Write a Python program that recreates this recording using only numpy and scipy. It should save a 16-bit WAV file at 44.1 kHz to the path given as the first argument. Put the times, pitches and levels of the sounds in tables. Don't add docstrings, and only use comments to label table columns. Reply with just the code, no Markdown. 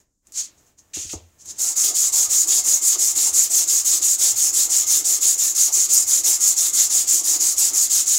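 import sys
import numpy as np
from scipy import signal
from scipy.fft import rfft, irfft, next_fast_len
from scipy.io import wavfile
from scipy.ndimage import uniform_filter1d

SR = 44100
rng = np.random.default_rng(int(sys.argv[2]) if len(sys.argv) > 2 else 0)


def wav_out(sig):
    wavfile.write(sys.argv[1], SR, np.round(np.clip(np.atleast_2d(sig).T, -1, 1) * 32767).astype(np.int16))


N = 360738
TIME = np.arange(N) / SR


def amp(db):
    return 10 ** (np.asarray(db) / 20)


def unit(x):
    return x / np.sqrt(np.mean(x ** 2) + 1e-20)


def curve_at(points, hz):
    f, value = np.transpose(points)
    return np.interp(np.log(hz + 1), np.log(f + 1), value)


def eq(x, points):
    size = next_fast_len(N + SR)
    gain = amp(curve_at(points, np.fft.rfftfreq(size, 1 / SR)))
    return irfft(rfft(x, size) * gain, size)[..., :N]


def envelope(touches):
    gain = np.zeros(N)
    for start, attack_s, hold_s, release_s, db in touches:
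        swell = np.clip((TIME - start) / attack_s, 0, 1) ** 1.54
        release = np.exp(-np.maximum(TIME - start - attack_s - hold_s, 0) / release_s)
        gain += amp(db) * swell * release
    return gain


def wander(hz):
    step = 16
    count = N // step + 2
    f = np.fft.rfftfreq(count, step / SR)
    slow = unit(irfft(rfft(rng.standard_normal(count)) * np.exp(-(f / hz) ** 2), count))
    return np.interp(np.arange(N) / step, np.arange(count), np.clip(slow, -2, 2))


def grains(per_s, spread_db):
    size = amp(spread_db * np.minimum(rng.exponential(1, N), 4.5))
    snaps = rng.random(N) < per_s / SR
    return unit(size * snaps * rng.choice([-1., 1.], (2, N)))


def patchy(x, depth_db, patch_hz, patch_s):
    hz, t, z = signal.stft(x, SR, nperseg=256)
    across = uniform_filter1d(rng.standard_normal(z.shape[1:]), max(1, round(patch_hz / hz[1])), axis=0)
    field = unit(uniform_filter1d(across, max(1, round(patch_s / t[1])), axis=1))
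    return signal.istft(z * amp(depth_db * np.clip(field, -2, 2)), SR, nperseg=256)[1][:, :N]


# f/Hz, level/dB
ROOM_TONE_EQ = [(15, -35), (25, 13), (107, 0), (165, -4), (291, 0), (403, -25), (2030, -42), (4690, -23),
                (7030, -8), (9720, -26), (15800, -30)]
def room_tone():
    return amp(-73.5) * unit(eq(rng.standard_normal((2, N)), ROOM_TONE_EQ))


# f/Hz, t60/s
ROOM_DECAY = [(100, 1), (2000, 0.41), (7000, 0.1), (10000, 0.063), (15000, 0.073)]
def room_reverb(x, wet_db, blur_hz):
    hz, t, z = signal.stft(x[0], SR, nperseg=256)
    fed = np.abs(uniform_filter1d(abs(z) ** 2, max(1, round(blur_hz / hz[1])), axis=0))
    feedback = amp(-60 * t[1] / curve_at(ROOM_DECAY, hz)) ** 2
    stored = np.array([signal.lfilter([0, 1 - r], [1, -r], band) for r, band in zip(feedback, fed)])
    noise = signal.stft(rng.standard_normal((2, N)), SR, nperseg=256)[2]
    tail = signal.istft(noise / noise.std() * np.sqrt(stored), SR, nperseg=256)[1][:, :N]
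    return x + amp(wet_db) * tail


def early_reflections(x, wet_db, decay_s):
    t = TIME[:SR // 8]
    taps = rng.choice([-1., 1.], (2, len(t))) * (rng.random((2, len(t))) < 2500 / SR)
    taps *= (t > .002) * np.exp(-t / decay_s)
    return x + amp(wet_db) * signal.oaconvolve(x, taps / np.linalg.norm(taps[0]), axes=1)[:, :N]


# f/Hz, level/dB
CLOTH_EQ = [(25, -22), (70, 9.5), (250, 1.5), (700, -4), (2000, -9.5), (4500, -15), (7000, -5),
            (10000, -17), (15800, -14)]
# t/s, attack/s, hold/s, release/s, level/dB
SLEEVE_MOVES = [(0, 0.0018, .002, .022, -58.5), (.21, 0.074, 0.42, .035, -59.5),
                (.76, 0.026, 0.6, 0.21, -61.5), (1.38, .12, .01, .17, -52)]
def sleeve():
    return unit(eq(grains(per_s=4900, spread_db=1.0), CLOTH_EQ)) * envelope(SLEEVE_MOVES)


# f/Hz, level/dB, t60/s
BENCH_MODES = [(64, -2, 0.03), (82.3, -15, 0.41), (90.8, -12, 0.33), (200, -12, 0.093), (227, -4, 0.042),
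               (304.4, -5, 0.13), (317, -3.5, 0.11), (375, 1.5, 0.048), (526, -6, 0.17), (694, -4.5, 0.064),
               (766, -9.5, 0.08), (914, -2.5, 0.072), (1219, 2.5, 0.045), (1526, -7.5, 0.062),
               (2127, 1, 0.069)]
def bench(force):
    t = TIME[:SR // 2]
    signs = (-1) ** ((np.arange(len(BENCH_MODES)) + 1) // 2)
    ring = sum(sign * amp(db - 60 * t / t60) * np.sin(2 * np.pi * hz * t)
               for sign, (hz, db, t60) in zip(signs, BENCH_MODES))
    echo = signal.lfilter(*signal.butter(3, [260, 1150], "band", fs=SR), rng.standard_normal(len(t)))
    ring += amp(-1.5 - 60 * t / 0.24) * unit(echo) * (1 - np.exp(-t / 0.0036))
    radiated = signal.lfilter(*signal.butter(2, 48, "high", fs=SR), ring)
    return signal.oaconvolve(force, radiated)[:N]


def bench_shake(speed, pressure, load):
    friction = patchy(grains(per_s=6000, spread_db=2.5), depth_db=3.5, patch_hz=400, patch_s=0.055)[0]
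    friction = signal.lfilter(*signal.butter(2, 260, "high", fs=SR), friction)
    friction *= amp(-71 + 2 * speed + 2 * wander(hz=22.4)) * load
    rocking = wander(hz=120) * amp(-85.5 - 18 * speed + 4.1 * wander(hz=7.4))
    return pressure * (friction + rocking)


# t/s, level/dB, contact/s
LANDING_HITS = [(0.967, -30.5, 0.00052), (.98, -38, 0.0037), (1.048, -24, 0.0022), (1.133, -29.5, 0.00027),
                (1.144, -18, 0.0019)]
def stone_landing():
    force = np.zeros(N)
    for start, db, contact_s in LANDING_HITS:
        age = np.maximum(TIME - start, 0) / contact_s
        blow = age * np.exp(-np.minimum(age, 40))
        force += amp(db) * blow / blow.sum()
    return force


# f/Hz, level/dB
SCUFF_EQ = [(200, -28), (1200, -26.5), (2200, -20), (3500, -13), (5200, -4.5), (6700, 7.5), (7400, 3),
            (8500, -6), (11000, -16), (15800, -22)]
# t/s, attack/s, hold/s, release/s, level/dB
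SCUFF_CUES = [(0, 0.0014, .002, 0.016, -59), (.255, 0.016, .002, 0.016, -61), (.322, 0.06, .026, .011, -22),
              (.42, 0.02, .008, 0.015, -33), (.56, 0.027, .002, 0.021, -55.5),
              (.64, 0.033, .002, 0.023, -58), (.772, 0.017, .002, 0.0089, -46),
              (.932, 0.0087, .072, .055, -28), (1.06, 0.071, .002, 0.0098, -29.5),
              (1.372, 0.044, .002, 0.016, -42.5), (1.435, 0.075, .002, .007, -29),
              (1.535, 0.043, .002, .014, -40)]
def edge_scuffs():
    return unit(eq(grains(per_s=10000, spread_db=1.5), SCUFF_EQ)) * envelope(SCUFF_CUES)


# t/s, level/dB, decay/s
DIG_CUES = [(.358, -47, 0.057), (.9355, -37.5, 0.083), (1.094, -36.5, 0.015)]
def corner_digs():
    gain = sum(amp(db) * (TIME >= t) * np.exp(-abs(TIME - t) / decay_s) for t, db, decay_s in DIG_CUES)
    snaps = grains(per_s=3800, spread_db=2.5)
    return gain * unit(signal.lfilter(*signal.butter(2, [2300, 4800], "band", fs=SR), snaps))


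# f/Hz, level/dB
HISS_EQ = [(200, -58), (1500, -33.5), (2500, -27.5), (3500, -27.5), (5000, -13.5), (6000, -6), (6600, 0),
           (6950, 2.5), (7400, -1.5), (8200, -7), (9500, -13), (12000, -16.5), (15800, -21.5)]
def hiss_tone(x):
    return unit(eq(x, HISS_EQ))


# t/s, level/dB
CRACK_CUES = [(0.27, -43), (0.3214, -31), (.9512, -27), (1.119, -27), (1.4572, -30.5)]
def grain_cracks():
    gain = sum(amp(db) * (TIME >= t) * np.exp(-abs(TIME - t) / 0.0033) for t, db in CRACK_CUES)
    return gain * hiss_tone(rng.standard_normal((2, N)))


# t/s, level/dB
STROKE_CUES = [(1.582, -15.5), (1.754, -12), (1.939, -12), (2.119, -11), (2.29, -11.5), (2.468, -11),
               (2.635, -12), (2.812, -11.5), (2.98, -11.5), (3.148, -11), (3.327, -11), (3.494, -11.5),
               (3.671, -11), (3.842, -11), (4.013, -11.5), (4.18, -10.5), (4.354, -11), (4.526, -10.5),
               (4.691, -11.5), (4.861, -11.5), (5.04, -11), (5.204, -11), (5.374, -12.5), (5.545, -11),
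               (5.717, -11.5), (5.886, -11), (6.064, -11), (6.232, -11), (6.395, -11.5), (6.559, -11.5),
               (6.726, -11), (6.894, -11.5), (7.067, -11), (7.232, -11.5), (7.395, -11.5), (7.563, -10.5),
               (7.728, -11.5), (7.894, -10), (8.056, -12)]
# closing rest/s, pressure ramp/dB, rasp level/dB, bench load/dB
PULL_FEEL = (0.01, -1.5, -2.6, -0.7)
PUSH_FEEL = (.014, 0.18, -0.85, 0.84)
# t/s, level/dB
ARM_WEIGHT = [(1.6, 6.5), (2.1, 3), (6, 1.4), (7.1, 1), (8.2, 1)]
def hand_motion():
    speed, place, pressure, coarse, load = np.zeros((5, N))
    turns_s = [start for start, db in STROKE_CUES[1:]] + [8.228]
    for k, ((start, db), turn) in enumerate(zip(STROKE_CUES, turns_s)):
        rest_s, ramp_db, rasp_db, load_db = PUSH_FEEL if k % 2 else PULL_FEEL
        span = slice(round(start * SR), round(turn * SR))
        progress = np.clip((TIME[span] - start) / (turn - rest_s - start), 0, 1)
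        speed[span] = np.maximum(np.sin(np.pi * progress ** 0.81), 0)
        place[span] = -(-1) ** k * np.cos(np.pi * progress)
        pressure[span] = amp(db + ramp_db * (progress - .5))
        coarse[span] = amp(rasp_db)
        load[span] = amp(load_db + np.interp(start, *np.transpose(ARM_WEIGHT)))
    return speed, place, pressure, coarse, load


# f/Hz, level/dB
RASP_EQ = [(150, -13), (400, -21), (1500, -11), (2500, -9), (3700, 3.5), (5200, 5), (7000, 2),
           (11000, -9.5)]
FIZZ_EQ = [(2000, -43), (6500, 6.5), (9000, 8.5), (11500, 2), (14500, 1.5), (15800, 0)]
def lapping(speed, place, pressure, coarse):
    chatter = amp(0.58 * wander(hz=258) + 0.36 * wander(hz=59.7))
    bite = speed ** 2 / (speed ** 2 + 0.32 ** 2)
    hiss = hiss_tone(grains(per_s=14000, spread_db=1.0) * chatter)
    hiss *= amp(-4.0) * bite * amp(1.8 * (speed - 1)) + amp(-22)
    clumps = amp(4 * wander(hz=35))
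    rasp = unit(eq(grains(per_s=5000, spread_db=2.0) * chatter * clumps, RASP_EQ))
    rasp *= amp(-17.5) * speed ** 0.61 * coarse
    flares = amp(6.2 * wander(hz=24))
    fizz = unit(eq(grains(per_s=13000, spread_db=4.5) * flares, FIZZ_EQ))
    fizz *= amp(-13.0 + 2.9 * place) * speed ** 2.8
    return patchy(pressure * (hiss + rasp + fizz), depth_db=1.44, patch_hz=1252, patch_s=.035)


# f/Hz, level/dB
SIDE_EQ = [(1000, -36), (3000, -75), (5000, -21), (7000, -118), (9000, -52), (11000, -7.5), (13000, -8.5),
           (15800, -3)]
def scene():
    speed, place, pressure, coarse, load = hand_motion()
    foley = sleeve() + lapping(speed, place, pressure, coarse)
    foley += edge_scuffs() + corner_digs() + grain_cracks()
    foley = early_reflections(foley, wet_db=-9.5, decay_s=0.019)
    mid, side = room_tone() + amp(-2.5) * room_reverb(foley, wet_db=-5.0, blur_hz=520)
    mid += bench(bench_shake(speed, pressure, load) + stone_landing())
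    side = eq(side, SIDE_EQ)
    return np.array([mid + side, mid - side])


def record(dry):
    high_cut = signal.firwin(801, cutoff=15830, window=("kaiser", 9), fs=SR)
    return signal.oaconvolve(dry, high_cut[None], "same")


dry = scene()
out = record(dry)
wav_out(out)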